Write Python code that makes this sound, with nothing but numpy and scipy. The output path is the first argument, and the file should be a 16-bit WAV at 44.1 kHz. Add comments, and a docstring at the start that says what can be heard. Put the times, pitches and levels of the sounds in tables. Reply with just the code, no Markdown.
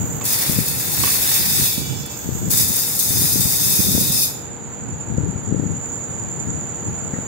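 """Dry rice hisses into a ringing steel bowl, poured twice from a metal cup in a tiled kitchen.
Thousands of tiny impacts crackle on the heap and keep the bowl's modes singing; between the pours
grains rustle and scrape as the cup is refilled. Night insects shrill steadily outside, a motor hums
in the house, and a draught flutters on the two microphone ports."""
import sys
import numpy as np
from scipy import signal
from scipy.fft import rfft, irfft, next_fast_len
from scipy.io import wavfile
from scipy.ndimage import map_coordinates

SR = 44100
rng = np.random.default_rng(int(sys.argv[2]) if len(sys.argv) > 2 else 0)


def digitize_waveform(pressure):
    """Quantize a signal to 16-bit integers and store it at the path in sys.argv[1].

    Rows of a 2-D input are taken as channels; values are limited to [-1, 1].
    """
    field = np.atleast_2d(pressure).T
    bounded = np.clip(field, -1, 1)
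    quanta = np.round(bounded * 32767).astype(np.int16)
    wavfile.write(sys.argv[1], SR, quanta)


N = 320607


def rice():
    """The stream hisses on the heap, rings the steel wall and rustles over the lip of the cup."""
    # bright hiss of the heap: f/Hz, level/dB
    heap_eq = [(3000, -42), (4500, -9), (5700, -5), (6150, -6), (6700, 0.5), (7400, -6), (7850, 1.5),
               (8300, -6), (9150, 1), (9900, -5.5), (10700, -3), (12300, -2), (14000, -1.5), (15600, 2.5)]
    # its stereo spread: f/Hz, left over right/dB
    heap_pan = [(6000, -5), (8000, -5.5), (8600, 8), (9300, 14), (10500, 10), (13000, 3), (14000, 3),
                (15600, -6)]
    # bowl modes; the rising heap damps the low ones: f/Hz, first pour level/dB, second pour level/dB
    bowl_modes = [(2320, -3, -8), (2409, -3, -12), (2503, -4, -4), (2587, 1, -8), (2632, -3, -6),
                  (2939, -11, -14), (3227, -9, -11), (3381, 0, -10), (3464, 1, -5), (3535, 1, 3),
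                  (3590, 0, -3), (3642, 6, 7), (3739, 1, 0), (3817, 3, 0), (3911, 4, 3), (4175, 1, -5),
                  (4309, 4, 0), (4369, 5, 4), (4541, -2, -4), (4657, 1, 1), (4790, 2, 3), (4901, 4, 4),
                  (4947, 6, 5), (5063, 0, 3), (5125, 4, 6), (5190, 2, 7), (5292, 3, 0), (5430, 3, 2),
                  (5575, 1, 4), (5720, -4, 1), (5885, -7, 2), (6160, 5, 4), (6290, 3, 9), (6412, 6, 9),
                  (7827, 5, 10), (8570, 5, 5), (8926, 3, 7), (9076, 5, 9), (9356, 8, 8), (9593, 8, 5),
                  (10218, 1, 6), (10390, 3, 5), (10724, 6, 5), (10907, 3, 9), (11294, 5, 6), (11682, 6, 8),
                  (11908, 7, 9), (12640, 8, 8), (12780, 6, 11), (13092, 2, 7), (13221, 9, 9), (13792, 7, 5),
                  (13943, 7, 7), (14201, 9, 5), (14427, 10, 7), (14729, 7, 8), (15299, 9, 8)]
    # darker rustle of rice sliding out of the cup: f/Hz, level/dB
    slide_eq = [(300, -7), (800, -0.5), (1300, -3.5), (1900, 2.5), (2500, -1.5), (3050, -6.5), (3750, -5),
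                (4060, -17), (8000, -35)]
    heap_gain, walls, slide_gain = stream()
    grains = impacts(rate=3600, spread_db=3.2, contact_s=0.0006) * amp(surges())
    hiss = coloured(grains + amp(-7) * ring(grains, t60=0.1), heap_eq, heap_pan)
    bowl = 0
    hz, *levels_by_pour = np.transpose(bowl_modes)
    for (gain, t60), db in zip(walls, levels_by_pour):
        bowl = bowl + steel(grains * gain, np.column_stack([hz, db]), t60, split=0.002)
    slide = coloured(impacts(rate=1100, spread_db=2.4, contact_s=0.0014), slide_eq)
    return hiss * heap_gain + bowl * sides(-0.16) + slide * slide_gain * sides(-1.9)


def stream():
    """One flow rides three faders: the heap (stereo), the steel wall (gain, t60 per pour) and the lip."""
    # how hard the rice runs, one envelope per pour: t/s, level/dB
    flows = [
        [(.254, -25), (.32, -19.5), (.38, -19.5), (.43, -19), (.6, -24), (.77, -25), (1.03, -19.5), (1.34, -18),
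         (1.48, -21), (1.58, -18.5), (1.69, -16.5)],
        [(2.512, -17.5), (2.625, -14.5), (2.66, -21), (2.78, -19), (2.91, -22), (2.98, -24), (3.03, -21),
         (3.25, -17), (3.33, -20), (3.72, -18), (4.01, -22), (4.22, -20)],
    ]
    # the pours; the fuller bowl rings more briefly: start/s, stop/s, release/(dB/s), rustle over flow/dB,
    # heap left over right/dB, steel over flow/dB, steel swell as the cup tips/(dB/s), steel t60/s
    pours = [(0.244, 1.666, 108, -14, 1.5, -5.5, 2, 0.22), (2.506, 4.232, 230, -20, 3, -6.5, 4, 0.2)]
    emptying_s, emptying_db, heap_db = 0.08, -6.5, 3.8
    t = np.arange(N) / SR
    heap, walls, slide = 0, [], 0
    for (start, stop, release, rustle_db, pan_db, wall_db, wall_swell, t60), flow in zip(pours, flows):
        front_db = gate_db(start, stop, rise=2497, fall=0)  # the stream lands almost at once
        first_grains_db = -31 + gate_db(start, stop, rise=253, fall=0)  # a few grains run ahead
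        flow_db = envelope(flow) + np.maximum(front_db, first_grains_db)
        flow_db -= release * np.maximum(t - stop, 0)
        tipped_s = np.clip(t, start, stop) - start
        emptied = np.clip(1 + (t - stop) / emptying_s, 0, 1)  # the last rice leaves the cup
        heap = heap + amp(flow_db + heap_db) * sides(pan_db)
        walls.append((amp(flow_db + wall_db + wall_swell * tipped_s), t60))
        slide = slide + amp(flow_db + rustle_db + emptying_db * emptied)
    return heap, walls, slide


def surges():
    """The stream falls in uneven strands, now and then in a clump: dB around its flow."""
    # clumps that land at once: t/s, boost/dB, decay time/s
    clumps = [(0.253, 7, .012), (.311, 4, .005), (.332, 5, .004), (.662, 6, .012), (.68, 7, .01),
              (.78, 6, .008), (1.119, 5, .008), (1.316, 4, .006), (1.5, 5, .006), (2.535, 3, .005),
              (2.682, 5, .008), (2.759, 5, .016), (2.95, 6, .008), (2.991, 11, .026), (3.408, 4, .006),
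              (3.891, 4, .008)]
    small_per_s, small_db, small_decay_s = 16, 3, 0.01  # lesser clumps fall at random
    t = np.arange(N) / SR
    clumps_db = sum(db * (t >= s) * np.exp(-np.abs(t - s) / decay) for s, db, decay in clumps)
    small_hits = small_db * (rng.random(N) < small_per_s / SR)
    small_clumps_db = signal.lfilter([1], [1, -np.exp(-1 / (small_decay_s * SR))], small_hits)
    strands_db = 0.29 * wobble(45) + 0.24 * wobble(18)
    return clumps_db + strands_db + small_clumps_db


def impacts(rate, spread_db, contact_s):
    """Grains land at random, rate a second; each is a tiny crackle of its own size."""
    lands = rng.random(N) < rate / SR
    size = amp(spread_db * np.minimum(rng.standard_normal(N), 2))
    energy = signal.lfilter([1], [1, -np.exp(-2 / (contact_s * SR))], lands * size ** 2)
    return unit(np.sqrt(energy) * noise())


def steel(x, modes, t60, split):
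    """x rings steel modes (f/Hz, level/dB), each a beating pair detuned by a share of its pitch."""
    shimmer_db, bend_share = 1.5, 0.0016
    hz, db = np.transpose(modes)
    hz, db = np.outer(hz, [1 - split, 1 + split]).ravel(), np.repeat(db, 2)
    t = np.arange(SR) / SR
    out, block = np.zeros((2, N)), SR // 8
    for start in range(0, N, block):
        # as the point of impact wanders, each mode is struck harder or softer and bends a little
        strength, bend = rng.standard_normal((2, len(hz)))
        phase = rng.random((2, len(hz)))
        part = x[:, start:start + block]
        if np.abs(part).max() > 1e-4:
            bent_hz = np.rint(hz * (1 + bend_share * bend)).astype(int)
            lines = np.zeros((2, SR // 2 + 1), complex)
            lines[:, bent_hz] = amp(db + shimmer_db * strength) * np.exp(2j * np.pi * phase)
            tail = irfft(lines) * amp(-60 * t / t60)
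            add(out, start / SR, signal.fftconvolve(part, tail / np.linalg.norm(tail[0]), axes=1))
    return out


def loose_grains():
    """Rice shifts in the cup before each pour with a fine, dry rustle."""
    # the shifts: start/s, stop/s, level/dB
    shifts = [(0, 0.254, -34.5), (1.844, 2.013, -33), (2.123, 2.514, -31.8)]
    # their tone: f/Hz, level/dB
    rustle_eq = [(1500, -7.5), (5900, -13.5), (6200, 6.5), (7700, 3.5), (8150, 1), (9000, -10),
                 (10500, -64), (11400, -25), (11700, 0), (15600, -1.5)]
    gain = sum(amp(db + gate_db(start, stop, rise=197, fall=197)) for start, stop, db in shifts)
    grains = impacts(rate=2500, spread_db=2.2, contact_s=0.0008) * amp(0.8 * wobble(40))
    return coloured(grains, rustle_eq) * gain * sides(-3.5)


def stray_grain(s, db, t60):
    """One grain drops into the bowl: a tick of fast-dying noise."""
    # its bright tone: f/Hz, level/dB
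    tick_eq = [(4000, -30), (8500, 0), (15600, 0)]
    age = np.arange(N) / SR - s
    return coloured(noise(), tick_eq) * (age >= 0) * amp(db - 60 * np.abs(age) / t60)


def scoop():
    """Grains scrape the thin metal cup as it is refilled and keep its modes singing."""
    # envelope of the scrape: t/s, level/dB
    stroke = [(1.5, -42), (1.72, -32), (1.92, -34), (2.2, -45.5), (2.45, -45.5), (2.6, -35)]
    # the cup's modes: f/Hz, level/dB
    cup_modes = [(2320, -8), (2635, -6), (2939, -7), (3225, -11), (3435, -3), (3467, 0), (3523, 1),
                 (3817, -6), (3940, -6), (4369, -3), (4624, -4), (4770, -6), (4891, -1), (4925, -2),
                 (5125, -6), (5292, 0), (5440, -6), (5730, -7), (6195, -2), (6288, -1), (7582, 0),
                 (8646, -6), (9475, -8)]
    gain = amp(envelope(stroke, outside=-120))
    scrape = impacts(rate=1700, spread_db=4.5, contact_s=0.00041) * gain
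    return steel(scrape, cup_modes, t60=0.48, split=0.0012) * sides(-1.5)


def knocks():
    """Light bumps against the cup: a short crack, a hollow, damped note and a faint metal ring."""
    # the bumps: t/s, relative level/dB, left over right/dB
    bumps = [(0.212, -25, -1), (1.037, -14, -16), (1.076, -19, -17)]
    # what they ring: f/Hz, level/dB, t60/s
    modes = [(150, -13, 0.037), (1140, -2.5, 0.032), (1104, 0.5, 0.028), (2240, 0, 0.019), (2612, -12, 0.6),
             (3464, -23, 0.52)]
    out, t = np.zeros((2, N)), np.arange(SR) / SR
    note = sum(amp(db - 60 * t / t60) * np.sin(2 * np.pi * hz * t) for hz, db, t60 in modes)
    for s, db, pan_db in bumps:
        grit = unit(signal.lfilter(*signal.butter(2, 4000, fs=SR), rng.standard_normal((2, len(t)))))
        crack = 0.77 * amp(-60 * t / 0.081) * grit
        add(out, s, amp(db - 5.5) * sides(pan_db) * (note + crack))
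    return out


def scuffs():
    """Fingers shift their grip: brief, soft rubs."""
    # the rubs: t/s, level/dB
    rubs = [(7.143, -35.5), (7.163, -44)]
    # their midrange tone: f/Hz, level/dB
    rub_eq = [(800, -22), (1400, -3), (1850, 2), (2400, -15), (5000, -45)]
    gain = sum(amp(db + gate_db(s, s, rise=4000, fall=700)) for s, db in rubs)
    return coloured(noise(), rub_eq) * gain


def tiles(x):
    """Hard kitchen tiles throw back a reverb that lingers longest in the upper mids."""
    # reverb time: f/Hz, t60/s
    decay = [(500, 0.18), (2500, 0.97), (4500, 0.56), (15000, 0.34)]
    return ring(x, t60=lambda hz: along(decay, hz))


def insects():
    """Many far insects rasp in one narrow band, pulsing with the chirps of the nearest."""
    # swell of the chorus: t/s, level/dB
    chorus = [(0, -28.5), (.5, -37), (1.7, -33.5), (2.1, -38.5), (2.45, -32), (4.3, -34), (4.6, -35.5),
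              (5.1, -33), (5.6, -32.5), (5.85, -29.5), (6.4, -29), (7.27, -29.5)]
    # its shrill band: f/Hz, level/dB
    shrill_eq = [(5800, -110), (6400, -35.5), (6680, -7), (6900, -7.5), (7170, -0.5), (7400, -12),
                 (7650, -53), (8200, -53)]
    # faint fizz that rises and falls with it: f/Hz, level/dB
    fizz_eq = [(8500, -25.5), (10900, 1), (12200, -7), (15600, 2.5)]
    chirp_hz = 10.9 + 0.34 * wobble(2.77)
    pulse_db = 1.2 * np.sin(2 * np.pi * np.cumsum(chirp_hz) / SR) + 0.8 * wobble(160)
    song = coloured(noise() + amp(3.5) * ring(noise(), t60=0.31), shrill_eq)
    fizz = coloured(noise(), fizz_eq) * amp(-23 + wobble(14))
    return (unit(song * amp(pulse_db)) * sides(-4.5) + fizz) * amp(envelope(chorus))


def draught():
    """Gusts flutter on each port separately and carry small eddies; strong eddies thud one by one."""
    # gusts, most favouring one port: start/s, length/s, level/dB, left over right/dB
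    gusts = [(0.0, 0.025, -21, 33), (0.04, 0.14, -31, -18), (0.092, 0.15, -33, 18), (0.496, 0.11, -25, 34),
             (0.685, 0.065, -27.5, -22), (0.776, 0.93, -34, 10), (0.99, 0.046, -24, -18),
             (1.396, .042, -33, -16), (1.484, 0.15, -26, 10), (1.79, 0.21, -28, -8),
             (2.253, 0.29, -25.5, 10), (2.426, 0.21, -28.5, -23), (2.59, 0.13, -29.5, 23),
             (3.094, 0.17, -24.5, 3), (3.327, 0.13, -22.5, 21), (3.544, 0.31, -29.5, 24),
             (3.855, 0.17, -23, 7), (4.01, 0.18, -29.5, -3), (4.821, 0.079, -29.5, -10),
             (4.926, 0.073, -30.5, 20), (5.096, 0.19, -23.5, 10), (5.28, 0.39, -28, 14),
             (5.475, 0.26, -22.5, 13), (6.096, 0.38, -32.5, 12), (6.448, 0.13, -25.5, 17),
             (6.865, 0.042, -25.5, 6), (7.03, 0.17, -34, 18)]
    # low rumble of the air: f/Hz, level/dB
    air_eq = [(20, -27), (40, -37), (70, -1.5), (115, 4), (190, -0.5), (300, -8.5), (450, -16), (700, -68),
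              (1500, -55), (4000, -96)]
    # the strongest eddies: t/s, level/dB, f/Hz, left over right/dB
    eddies = [(0.499, -11, 156, 30), (.589, -5.5, 191, 28), (1.599, -10.5, 218, 17), (1.782, -13, 200, -16),
              (2.291, -9, 212, 29), (2.483, -11, 151, 15), (3.22, -14, 240, 46), (3.36, -12.5, 215, 24),
              (3.458, -11, 157, 30), (3.794, -9.5, 190, -23), (3.804, -10, 160, -17), (3.951, -8, 218, 26),
              (3.978, -12, 520, 28), (3.982, -13, 260, 28), (4.014, -10, 192, -35),
              (4.104, -12.5, 150, -15), (5.123, -17, 148, 13), (5.184, -5, 176, 22), (5.237, -14, 160, 15),
              (5.361, -12.5, 141, 23), (5.526, -6, 187, 24), (5.547, -7.5, 243, 25), (5.598, -9.5, 228, 22),
              (5.638, -12, 210, 23), (7.139, -12.5, 170, 20), (7.189, -13, 192, 26)]
    calm_db, small_eddies_per_s = -45.5, 7.6
    gust_gains = [amp(db + gate_db(s, s + length, rise=709, fall=247)) * sides(pan_db)
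                  for s, length, db, pan_db in gusts]
    push = np.sqrt(amp(calm_db) ** 2 + sum(gain ** 2 for gain in gust_gains))
    flutter = amp(2.2 * np.array([wobble(65), wobble(65)]))
    hits = (rng.random((2, N)) < small_eddies_per_s / SR).astype(float)
    small_eddies = signal.fftconvolve(hits, thud(hz=233)[None], "same")
    rumble = unit(coloured(noise(), air_eq) * flutter)
    out = (rumble + amp(2.5) * small_eddies) * push
    for s, db, hz, pan_db in eddies:
        eddy = thud(hz)
        add(out, s - len(eddy) / 2 / SR, amp(db) * sides(pan_db) * eddy)
    return out


def thud(hz):
    """One eddy: a brief suction between two smaller pushes, with a rough edge of small whirls."""
    t = np.arange(-SR // 50, SR // 50) / SR
    u = (np.pi * hz * t / 1.1) ** 2
    pressure = (2 * u - 1) * np.exp(-u)
    band = signal.cheby1(4, 1, [240, 560], "band", fs=SR, output="sos")
    whirls = unit(signal.sosfilt(band, rng.standard_normal(len(t))))
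    return (pressure + 0.12 * whirls * np.exp(-np.abs(t) / 0.0061)) * np.hanning(len(t))


def house():
    """Dull room tone and a slightly unsteady motor hum."""
    # fader for both: t/s, level/dB
    fader = [(0.0, -39), (1.54, -45.5), (1.82, -43.5), (3.95, -42), (4.37, -43), (7.27, -40)]
    # colour of the room tone: f/Hz, level/dB
    room_eq = [(25, -19), (110, 8.5), (250, 3), (560, -6), (700, -6.5), (880, -4.5), (1080, -12),
               (1350, -10), (2000, -16.5), (3200, -23), (4900, -27.5), (5700, -106), (11000, -41),
               (15500, -51)]
    # its stereo spread: f/Hz, left over right/dB
    room_pan = [(100, 2), (500, 1), (900, -0.5), (2000, -1), (5000, -4), (9000, 18)]
    # the motor's partials: f/Hz, level before the fader/dB
    partials = [(104, -17), (474, -6.5), (581, -16)]
    centre = rng.standard_normal(N)
    room_tone = coloured(noise() + 0.63 * centre, room_eq, room_pan) * amp(8.5)
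    t = np.arange(N) / SR
    hum = sum(amp(db) * np.sqrt(2) * np.sin(2 * np.pi * hz * t + 1.07 * wobble(14))
              for hz, db in partials)
    return (room_tone + hum) * amp(envelope(fader))


def amp(db):
    """Decibels as a gain."""
    return 10 ** (np.asarray(db) / 20)


def unit(x):
    """x at rms 1."""
    return x / np.sqrt(np.mean(x ** 2) + 1e-20)


def along(points, hz):
    """Read (f/Hz, value) points on a log axis."""
    f, v = np.transpose(points)
    return np.interp(np.log(hz + 1), np.log(f), v)


def envelope(points, outside=None):
    """One value per sample from (t/s, value) points; the ends hold unless outside is given."""
    return np.interp(np.arange(N) / SR, *np.transpose(points), left=outside, right=outside)


def gate_db(start, stop, rise, fall):
    """Attack, hold and release in dB; rise and fall in dB a second."""
    t = np.arange(N) / SR
    return -np.minimum(rise * np.maximum(start - t, 0) + fall * np.maximum(t - stop, 0), 200)


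def wobble(rate):
    """A smooth random curve, rate knots a second."""
    return map_coordinates(rng.standard_normal(int(N * rate / SR) + 4), [np.arange(N) * rate / SR])


def sides(db):
    """Left and right gains of constant power for a level difference."""
    gains = amp(np.array([[.5], [-.5]]) * db)
    return gains / np.sqrt(np.mean(gains ** 2, axis=0))


def filtered(x, response):
    """x shaped by a frequency response."""
    m = next_fast_len(N + SR // 2)
    return irfft(rfft(x, m) * response(np.fft.rfftfreq(m, 1 / SR)), m)[..., :N]


def coloured(x, spectrum, balance=((1000, 0),)):
    """A stereo signal given a spectrum and a balance, at rms 1."""
    return unit(filtered(x, lambda hz: amp(along(spectrum, hz)) * sides(along(balance, hz))))


def noise():
    """Unrelated white noise for each side."""
    return rng.standard_normal((2, N))


def add(track, s, sound):
    """Mix a stereo sound in at time s."""
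    start = max(round(s * SR), 0)
    part = track[:, start:start + sound.shape[1]]
    part += sound[:, :part.shape[1]]


def ring(x, t60):
    """x through a dense set of modes that die in t60 (seconds, or a function of Hz)."""
    hz, t, z = signal.stft(rng.standard_normal((2, SR // 2)), SR, nperseg=256)
    life = t60(hz)[:, None] if callable(t60) else t60
    tail = signal.istft(z * amp(-60 * t / life), SR, nperseg=256)[1]
    return signal.fftconvolve(x, tail / np.linalg.norm(tail[0]), axes=1)[:, :N]


def scene():
    """The pouring and its echo off the tiles, over insects, house and draught."""
    near = rice() + loose_grains() + stray_grain(s=2.061, db=-25.5, t60=0.05)
    near += scoop() + knocks() + scuffs()
    return near + amp(-10) * tiles(near) + insects() + house() + draught()


def record(dry):
    """Soft clipping rounds off the tallest peaks; a steep low-pass takes off the very top."""
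    ceiling, top_hz = 0.95, 15760
    rounded = dry / (1 + np.abs(dry / ceiling) ** 8) ** (1 / 8)
    return filtered(rounded, lambda hz: .5 - .5 * np.tanh((hz - top_hz) / 30))


dry = scene()
out = record(dry)
digitize_waveform(out)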